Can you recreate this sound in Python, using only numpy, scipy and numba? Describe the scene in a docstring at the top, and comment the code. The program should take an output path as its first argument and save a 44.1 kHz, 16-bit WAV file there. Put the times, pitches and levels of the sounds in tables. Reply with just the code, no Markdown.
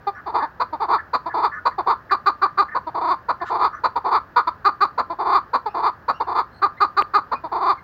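"""A small walled yard, a low outdoor rumble; a chukar partridge on a stump, close to the microphone.
It opens with a soft cluck while a small bird and a second partridge call faintly further off.
A warbling cackle follows, then phrases of harsh bark, cluck and cackle, all pulses of the syrinx
ringing in throat and beak. From 2 s on it breaks three times into loud, clear chucks. Feathers rustle
at 3.4 s, and one dry tick comes at 7 s. The walls ring briefly after each note."""
import sys
import numpy as np
from scipy import signal
from scipy.fft import rfft, irfft
from scipy.io import wavfile
from scipy.ndimage import uniform_filter1d
from numba import njit

SR = 44100
rng = np.random.default_rng(int(sys.argv[2]) if len(sys.argv) > 2 else 0)


def generate_wav(sig):
    """Save sig (samples, or channels by samples) to the path in sys.argv[1] as 16-bit PCM at SR."""
    pcm = np.round(np.clip(np.atleast_2d(sig).T, -1, 1) * 32767).astype(np.int16)
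    wavfile.write(sys.argv[1], SR, pcm)


N = 345303


def from_db(db):
    """Decibels to gain."""
    return 10 ** (np.asarray(db) / 20)


def add(out, start_s, sound):
    """Mix a sound in at its time."""
    at = max(int(start_s * SR), 0)
    out[at:at + len(sound)] += sound[:max(len(out) - at, 0)]


def noise(*shape):
    """White noise for one note, up to a quarter second long."""
    return rng.standard_normal((*shape[:-1], SR // 4))[..., :shape[-1]]


def smooth(x, seconds):
    """Moving average."""
    return uniform_filter1d(x, max(int(seconds * SR), 1))


def even(x):
    """Hold the rms at 1 over a few voice cycles."""
    return x / np.sqrt(np.abs(smooth(smooth(x * x, .007), .007)) + 1e-12)


def response(points, size=1024):
    """Causal (minimum-phase) impulse response for points (frequency [Hz], level [dB])."""
    hz, db = np.transpose(points)
    grid = np.maximum(np.arange(size // 2 + 1) * SR / size, 1)
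    gain = from_db(np.interp(np.log(grid), np.log(hz), db))
    cepstrum = irfft(np.log(gain))
    cepstrum[1:size // 2] *= 2
    cepstrum[size // 2 + 1:] = 0
    return irfft(np.exp(rfft(cepstrum)))


def through(x, impulse):
    """Filter by an impulse response."""
    return signal.fftconvolve(x, impulse)[:len(x)]


@njit
def moving_resonance(x, centre, width):
    """One resonance whose centre glides; centre and width in cycles per sample."""
    out, state = np.zeros(len(x)), 0j
    for i in range(len(x)):
        state = state * np.exp(-np.pi * width + 2j * np.pi * centre[i]) + x[i]
        out[i] = state.real
    return out


def air(level_db=-47):
    """Steady outdoor rumble and hush all round the microphone."""
    # colour of the background: (frequency [Hz], relative level [dB])
    spectrum = [(25, -23), (45, -7), (65, 0.5), (88, 0.5), (112, -2), (160, -4), (230, -7.5), (500, -9.5),
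                (1700, -8), (2150, -24.5), (3500, -34), (4300, -33), (5000, -35.5), (7300, -48),
                (8400, -60.5), (12000, -45.5), (16000, -40.5)]
    rumble = through(rng.standard_normal(N + SR), response(spectrum, size=8192))[SR:]
    return from_db(level_db) * rumble / rumble.std()


def hum(hz=89, width_hz=10, level_db=-63.5):
    """A faint wavering drone in the distance: noise in one narrow resonance."""
    drone = moving_resonance(rng.standard_normal(N + SR), np.full(N + SR, hz / SR), width_hz / SR)[SR:]
    lowpass = signal.butter(2, 200, fs=SR, output="sos")
    return from_db(level_db) * signal.sosfilt(lowpass, drone / drone.std())


def syrinx(pitch, rough, hiss=0.038, stumble=0.16, shimmer_db=3.5, doubling_db=-1.5):
    """One pulse a cycle; with roughness the pulses stumble, alternate strong and weak, and carry hiss."""
    cycles = np.cumsum(pitch) / SR
    turn, samples = np.arange(int(cycles[-1]) + 1), np.arange(len(pitch))
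    unrest = np.interp(turn, cycles, rough)
    slip, size = noise(2, len(turn))
    when = np.interp(turn + stumble * unrest ** 2 * slip, cycles, samples)   # steady until it breaks
    strength = from_db(unrest * (shimmer_db * size + doubling_db * (-1) ** turn))
    pulses = strength @ np.sinc(np.clip(samples - when[:, None], -8, 8))
    breath = hiss * rough * (1 + np.cos(2 * np.pi * cycles)) * noise(len(pitch))
    return pulses + breath


def voice(pitch, level_db, throat_hz, rough, beak, bright_db, width_hz, chest_db):
    """Pulses ring in chest, throat and beak; an opening beak raises the throat resonance and treble."""
    # the throat's steady colour, under its moving resonance: (frequency [Hz], level [dB])
    throat = [(150, -22), (260, 8), (350, 6), (470, 1), (600, -6), (780, 1.5), (1000, -1), (1330, -1),
              (1580, -10), (2000, -13), (2800, -24), (5000, -44)]
    chest_hz, body_db, beak_db, beak_db_per_octave = 380, 0.25, -25.5, 10.5
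    source = syrinx(pitch, np.clip(rough, 0, 1))
    body = through(source, response(throat))
    for _ in range(2):   # two passes give the resonance steep flanks
        body = moving_resonance(body, throat_hz / SR, width_hz / SR)
    chest = signal.lfilter(*signal.iirpeak(chest_hz, 2, fs=SR), body)
    body = body + (from_db(chest_db) - 1) * chest
    edge = through(source, response(beak))
    edge_db = beak_db + bright_db + beak_db_per_octave * np.log2(throat_hz / 1000)
    edge_db += 0.42 * (level_db - np.median(level_db))   # weak moments of a note are duller
    return from_db(level_db) * (from_db(body_db) * even(body) + from_db(edge_db) * even(edge))


def course(rows, glide_s=0.0037, catch_s=0.0032, release_s=0.0025):
    """Rows (time [s], pitch [Hz], level [dB], ...) as smooth controls; the voice catches and lets go."""
    times, pitch, db, *others = np.transpose(rows)
    times = np.sort(times)
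    t = np.arange(times[0], times[-1] + .002, 1 / SR)
    columns = (pitch, from_db(db) ** 2, *others)
    pitch, power, *others = [smooth(np.interp(t, times, column), glide_s) for column in columns]
    catch = (1 + np.tanh(2 * (t - times[0] - catch_s) / catch_s)) / 2
    gate = catch * np.tanh((t[-1] - t) / release_s)
    return pitch, 10 * np.log10(np.abs(power) * gate ** 2 + 1e-14), *others


def chatter(times, pitch, db, throat_hz, break_hz=410, break_span_hz=220):
    """The low voice of clucks and cackles; it turns rough on high crests and in fast swings."""
    # resonances of the half-open beak: (frequency [Hz], level [dB])
    half_open_beak = [(1500, -13), (1950, -1), (2400, 2), (2700, -13.5), (3100, -17), (3580, 1),
                      (3850, -5.5), (4200, -0.5), (4550, 4), (4800, -4.5), (5100, -19), (5600, -31),
                      (6450, -28.5), (6900, -22), (7450, -32), (8200, -47.5), (9800, -44), (11500, -29.5),
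                      (15500, -33)]
    pitch, db, throat_hz = course(np.column_stack([times, pitch, db, throat_hz]))
    octaves_per_s = smooth(np.abs(np.gradient(np.log2(pitch))) * SR, .02)
    rough = 0.2 + np.maximum(pitch - break_hz, 0) / break_span_hz + 0.0067 * octaves_per_s
    return voice(pitch, db, throat_hz, rough, half_open_beak, bright_db=3.0, width_hz=500, chest_db=4.0)


def clucks(attack_s=0.0089, attack_db=12, fade_db=13):
    """The near bird's soft clucks: one quick bend of pitch, loudest just after it starts."""
    # (time [s], length [s], first, middle and last pitch [Hz], level [dB], throat resonance [Hz])
    notes = [(0.066, 0.038, 407, 402, 390, -16.5, 886), (0.417, .046, 264.3, 311, 242, -20, 910),
             (0.724, 0.0419, 321, 306, 246, -23.5, 820), (1.255, 0.045, 308, 349, 246, -23.5, 880),
             (1.778, 0.041, 420, 351.6, 239, -18, 870), (2.865, 0.038, 329, 316, 239, -24.5, 840),
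             (3.409, 0.04, 386, 333, 446, -22, 860), (3.954, 0.038, 438, 550.5, 378, -17.5, 940),
             (4.358, 0.057, 485, 485, 250, -12, 1150), (4.468, 0.03, 304, 343, 263.2, -15.5, 1100),
             (5.096, 0.0489, 325, 345, 250, -24, 850), (5.655, 0.038, 464, 425, 387, -19, 860),
             (6.198, 0.036, 427, 523, 364, -17.5, 900), (7.434, 0.047, 342, 318, 245, -26.5, 818)]
    out = np.zeros(N)
    for start, length, first_hz, middle_hz, last_hz, db, throat_hz in notes:
        u = np.linspace(0, 1, int(length * SR))
        outer_hz = np.where(u < .5, first_hz, last_hz)
        pitch = middle_hz + (outer_hz - middle_hz) * np.cos(np.pi * u) ** 2
        level_db = db - attack_db * np.maximum(1 - u * length / attack_s, 0) - fade_db * u ** 3.2
        add(out, start, chatter(start + u * length, pitch, level_db, np.full(len(u), throat_hz)))
    return out


def small_bird(octave_db=-21, waver_hz=70):
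    """Far off, gliding, slightly wavering whistles with a weak octave."""
    # thin chirps and fainter, higher twitters: (time [s], length [s], first, last pitch [Hz], level [dB])
    chirps = [(5.66, 0.089, 2370, 2770, -49), (6.116, 0.096, 2714, 2873, -49.5),
              (6.215, 0.061, 2879, 2590, -57), (6.76, 0.04, 1850, 2168, -43),
              (7.34, 0.044, 2580, 2410, -41), (7.768, 0.034, 2218, 1980, -44.5)]
    twitters = [(0.128, .07, 5260, 5900, -70.5), (1.52, .07, 5500, 6100, -67),
                (3.718, 0.068, 5670, 6130, -60), (5.67, 0.068, 4900, 5600, -74),
                (6.127, 0.062, 5330, 5685, -68), (6.498, 0.13, 4200, 4310, -57)]
    out = np.zeros(N)
    for start, length, first_hz, last_hz, db in chirps + twitters:
        waver = smooth(noise(int(length * SR)), .002)
        pitch = np.linspace(first_hz, last_hz, len(waver)) + waver_hz * waver / waver.std()
        phase = 2 * np.pi * np.cumsum(pitch) / SR
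        whistle = np.sin(phase) + from_db(octave_db) * np.sin(2 * phase)
        add(out, start, from_db(db) * np.hanning(len(phase)) * whistle)
    return out


def far_partridge(gain_db=-7.5, width_hz=340, rough=0.72, fall=.16):
    """Hoarse falling notes whose third harmonic sits on the throat resonance, dulled by distance."""
    # the second bird's calls: (time [s], length [s], level [dB], throat resonance [Hz])
    calls = [(0.148, 0.063, -30.5, 1510), (0.396, 0.071, -27, 1650), (.98, 0.029, -22, 1660),
             (1.295, 0.046, -28.5, 1680), (1.515, 0.044, -24.5, 1677), (1.553, 0.044, -25.5, 1544),
             (1.706, 0.036, -35.5, 1920), (2.094, 0.0326, -23.5, 1784), (2.469, 0.038, -39.5, 1716),
             (2.682, 0.019, -29.5, 1805), (2.71, 0.042, -26.5, 1797), (3.401, 0.045, -30, 1708),
             (3.452, 0.055, -26, 1323), (3.605, 0.054, -36, 1810), (3.727, .03, -26, 1205),
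             (3.755, 0.042, -32.5, 1470)]
    out = np.zeros(N)
    band = signal.butter(4, [1150, 1900], "band", fs=SR, output="sos")
    for start, length, db, throat_hz in calls:
        u = np.linspace(0, 1, int(length * SR))
        centre_hz = throat_hz * (1 + fall * (.5 - u))
        source = signal.sosfilt(band, syrinx(centre_hz / 3, np.full(len(u), rough)))
        call = moving_resonance(source, centre_hz / SR, width_hz / SR)
        arch = np.sqrt(np.abs(np.sin(np.pi * u)))
        add(out, start, from_db(db + gain_db) * even(call) * arch)
    return out


def cackles():
    """The near bird's pitch warbles some thirty times a second up to a closing crest, then falls away."""
    # (time [s], length [s], warble period [s], trough pitch [Hz], early, late and closing crest [Hz],
    #  opening and closing level [dB], closing throat resonance [Hz], falter after the start [s])
    runs = [(.256, 0.081, 0.028, 325.3, 414, 440, 465, -26.5, -29.5, 870, 0.061),
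            (.332, .090, .030, 322.7, 510, 512, 478.6, -16.5, -23, 975, 0.0056),
            (0.795, .069, .030, 392, 477.5, 483, 469, -23, -21.5, 936, 0.0012),
            (0.877, .099, .032, 329.3, 470, 473, 475.7, -20, -17, 1076, 0.00075),
            (1.335, 0.15, 0.036, 320, 486, 449, 467, -21, -17.5, 1050, 0.084),
            (1.857, 0.085, 0.029, 367.5, 525, 527, 487.5, -17.5, -17.5, 1060, 0.0021),
            (2.941, .211, 0.03334, 312.6, 480, 336, 382.5, -23.5, -19.5, 1000, 0.061),
            (3.495, 0.19, 0.032, 332, 495, 508.6, 483, -21.5, -17.5, 1070, 0.091),
            (4.04, 0.15, 0.031, 347.3, 503.6, 489.4, 455, -20.5, -16.5, 1062, 0.064),
            (5.184, 0.21, .030, 342.6, 466.4, 447, 415.6, -21, -16, 1080, .060),
            (5.739, 0.165, 0.0306, 333.2, 490.6, 471, 465, -22.5, -18.5, 1035, 0.079),
            (6.265, 0.16, 0.03275, 339.3, 461, 482.5, 517.5, -24.5, -19, 1066, 0.077),
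            (7.513, 0.2253, 0.0362, 332.8, 456.7, 391, 412, -22.5, -17.5, 1044, 0.086)]
    attack_s, attack_db, opening_throat_hz = 0.012, 14, 890
    throb_db, throb_lag_s = 1.5, 0.0096   # loudest just after each crest
    falter_db, falter_s = 9, .009   # once in each run the voice nearly stops
    push_db, push_hz, push_s = 2, 25, 0.02   # the closing crest is pressed out louder, the beak wider
    fall_s, last_hz, fade_db = 0.041, 245.9, 13
    out = np.zeros(N)
    for (start, length, period, trough_hz, early_hz, late_hz, closing_hz,
         opening_db, closing_db, closing_throat_hz, falter_at) in runs:
        t = np.arange(int(length * SR)) / SR
        peak_s = length - fall_s
        progress, fall = np.minimum(t / peak_s, 1), np.maximum(t - peak_s, 0) / fall_s
        crest_hz = np.interp(progress, [.42, .68, 1], [early_hz, late_hz, closing_hz])
        crest_times = np.arange(peak_s, -period, -period)[::-1]
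        heights = 1 + .1 * noise(len(crest_times)) * (crest_times < peak_s)
        warble = np.abs(np.cos(np.pi * (t - peak_s) / period)) ** 2.8 * np.interp(t, crest_times, heights)
        warbling_hz = trough_hz + (crest_hz - trough_hz) * warble
        falling_hz = closing_hz + (last_hz - closing_hz) * fall ** 1.3
        pitch = np.where(t < peak_s, warbling_hz, falling_hz)
        swell = progress ** 2.2
        push = np.exp(-((t - peak_s) / push_s) ** 2)
        db = opening_db + (closing_db - opening_db) * swell + push_db * push - fade_db * fall ** 4.1
        db += throb_db * np.cos(2 * np.pi * (t - peak_s - throb_lag_s) / period)
        db -= attack_db * np.maximum(1 - t / attack_s, 0)
        db -= falter_db * np.exp(-((t - falter_at) / falter_s) ** 2)
        throat_hz = opening_throat_hz + (closing_throat_hz - opening_throat_hz) * swell + push_hz * push
        add(out, start, chatter(start + t, pitch, db, throat_hz))
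    return out


def shaped_note(shape, length, hz, db, bright_db, width_hz, chest_db):
    """One bark or chuck: it runs the course of its kind at its own length, pitch and strength."""
    # upper resonances of windpipe and beak: (frequency [Hz], level [dB])
    beak = [(1500, -24.5), (2000, -12.5), (2450, -2.5), (2650, -10.5), (2820, -15), (3100, -21.5),
            (3570, -8.5), (3780, -7.5), (4050, 2), (4250, -2.5), (4520, 5.5), (4800, -8), (5080, -19),
            (5300, -16.5), (5600, -34.5), (6450, -29.5), (6900, -20), (7450, -33), (8200, -47.5),
            (9800, -45), (11500, -31), (15500, -36)]
    rows = [(share * length, ratio * hz, db + rise_db, throat_hz, rough)
            for share, ratio, rise_db, throat_hz, rough in shape]
    return voice(*course(rows), beak, bright_db, width_hz, chest_db)


def barks(hz=456, gain_db=-0.42):
    """The near bird's harsh notes, which shoot up in pitch and break."""
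    # (time [s], length [s], level [dB], brightness [dB])
    notes = [(.595, 0.05, -20, -3), (1.129, 0.048, -18.5, -1), (1.65, 0.047, -17, -2.5),
             (2.744, 0.051, -21, -8.5), (3.282, 0.05, -18.5, -7), (3.833, .0505, -17, -3),
             (4.974, .053, -18.5, -5.5), (5.529, 0.054, -17.5, -4.5), (6.078, 0.05, -18, -4),
             (7.312, .049, -20.5, -7.5)]
    # course of a bark: (share of length, pitch ratio, level [dB], throat resonance [Hz], roughness [0-1])
    shape = [(0, .93, -24, 887.3, .05), (.1, 1.0, -6.5, 916.7, .05), (.22, 1.12, 1.5, 983.3, .12),
             (0.361, 1.55, 1, 1050, 0.87), (.48, 0.9995, 3.5, 1067, 0.8132),
             (.66, 1.22, -0.5, 976.8, 0.7017), (.82, .96, -11, 906, 0.85), (.95, 1.4, -18.5, 940.6, 0.47),
             (1.08, 1.189, -30, 934.9, 0.64)]
    out = np.zeros(N)
    for start, length, db, bright_db in notes:
        bark = shaped_note(shape, length, hz, db + gain_db, bright_db + 8, width_hz=850, chest_db=-5.9)
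        add(out, start, bark)
    return out


def chucks():
    """The near bird's loud, clear arched notes; the chest lifts their fundamental."""
    # (time [s], length [s], pitch [Hz], level [dB], brightness [dB])
    notes = [(2.105, 0.049, 402.6, -14, -2), (2.256, 0.048, 407, -13, -1.5), (2.413, 0.053, 400, -13.5, -5),
             (2.571, 0.061, 410.3, -13, -4), (4.643, 0.054, 414, -12.5, -2.5),
             (4.803, 0.054, 411.6, -13, -1.5), (6.615, 0.055, 409, -13.5, -6), (6.8, 0.054, 416, -13, -2.5),
             (6.964, 0.054, 413.6, -13.5, -1.2), (7.133, 0.058, 420.4, -12.5, -4)]
    # a chuck's course: (share of length, pitch ratio, level [dB], throat resonance [Hz], roughness [0-1])
    shape = [(0, 1.05, -32.5, 1251, 0.4), (0.082, .9, -12.5, 1240, 0.5), (0.18, .87, -5, 1323, 0.44),
             (.32, .96, -0.5, 1327, 0.47), (0.458, 1.005, 0.5, 1235, 0), (0.619, .985, 0.5, 1152, 0.11),
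             (0.761, .89, -10, 1150, .08), (.9, .73, -5, 1155, 0.24), (1.02, .65, -10, 1090, 0),
             (1.12, .6, -29.5, 1056, 0.4)]
    out = np.zeros(N)
    for start, length, hz, db, bright_db in notes:
        add(out, start, shaped_note(shape, length, hz, db, bright_db + 4, width_hz=600, chest_db=4.5))
    return out


def rustle(start_s=3.438, length_s=0.091, level_db=-47.5):
    """A brief soft swish of feathers."""
    # colour of the feathers: (frequency [Hz], relative level [dB])
    spectrum = [(500, -15), (1500, 7), (2500, 5), (4000, 3), (5500, -6), (7500, -10), (9000, -38),
                (15000, -23)]
    out = np.zeros(N)
    swish = through(noise(int(length_s * SR)), response(spectrum))
    add(out, start_s, from_db(level_db) * np.hanning(len(swish)) * swish / swish.std())
    return out


def tick(start_s=7.0232, peak_db=-8.5):
    """A single dry click right at the microphone."""
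    # colour of the click: (frequency [Hz], relative level [dB])
    spectrum = [(150, -9), (400, 4), (1200, -4), (2700, -2.5), (3600, -18), (4500, -37), (15000, -38)]
    out, click = np.zeros(N), response(spectrum)
    add(out, start_s, -from_db(peak_db) * click / np.abs(click).max())
    return out


def yard(x, tail_db=-15, tail_t60_s=0.19, build_up_s=0.0075, scatter_db=-6.0, scatter_t60_s=0.038):
    """What the yard sends back: a diffuse tail, scatter off stump and door, echoes, standing waves."""
    # colour of the tail: (frequency [Hz], level [dB])
    tail_spectrum = [(200, -1), (700, -7.5), (1200, 5), (1800, -2.5), (3000, -3.5), (4500, -1),
                     (8000, -1.5), (15000, -10)]
    # reflections off ground and walls: (delay [s], level [dB])
    echoes = [(.0047, -49.5), (.0099, -30), (0.0109, -24.5), (.025, -25.5)]
    # standing waves between the walls: (frequency [Hz], level [dB], time to fall 60 dB [s])
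    modes = [(1010, -7, 0.24), (1149.1, -18.5, 0.6), (1207.8, -4.5, 0.25), (1374, -29, 0.26),
             (1420.1, -21.5, 0.31)]
    t = np.arange(SR // 2) / SR
    build_up = 1 - np.exp(-(t / build_up_s) ** 2)
    tail = rng.standard_normal(len(t)) * from_db(-60 * t / tail_t60_s) * build_up
    impulse = from_db(tail_db) * through(tail / np.linalg.norm(tail), response(tail_spectrum))
    scatter = rng.standard_normal(len(t)) * from_db(-60 * t / scatter_t60_s)
    treble = signal.butter(1, 1300, "high", fs=SR, output="sos")
    impulse += from_db(scatter_db) * signal.sosfilt(treble, scatter / np.linalg.norm(scatter))
    for delay_s, db in echoes:
        add(impulse, delay_s, from_db([db]))
    for hz, db, t60 in modes:
        decay = np.log(1000) / t60
        impulse += from_db(db) * 2 * decay / SR * np.exp(-decay * t) * np.cos(2 * np.pi * hz * t)
    return through(x, impulse)


def scene(near_db=-1.29, far_wet_db=8.0):
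    """At one microphone: the near bird is mostly direct sound; distant ones carry more of the yard."""
    near = from_db(near_db) * (barks() + chucks() + cackles() + clucks())
    far = far_partridge() + small_bird()
    reflected = yard(near + from_db(far_wet_db) * far)
    return (near + far + reflected + tick() + rustle() + air() + hum())[None]


def record(dry):
    """The top is cut steeply."""
    cutoff_hz = 15900
    return signal.sosfilt(signal.ellip(10, .1, 80, cutoff_hz, fs=SR, output="sos"), dry)


dry = scene()
out = record(dry)
generate_wav(out)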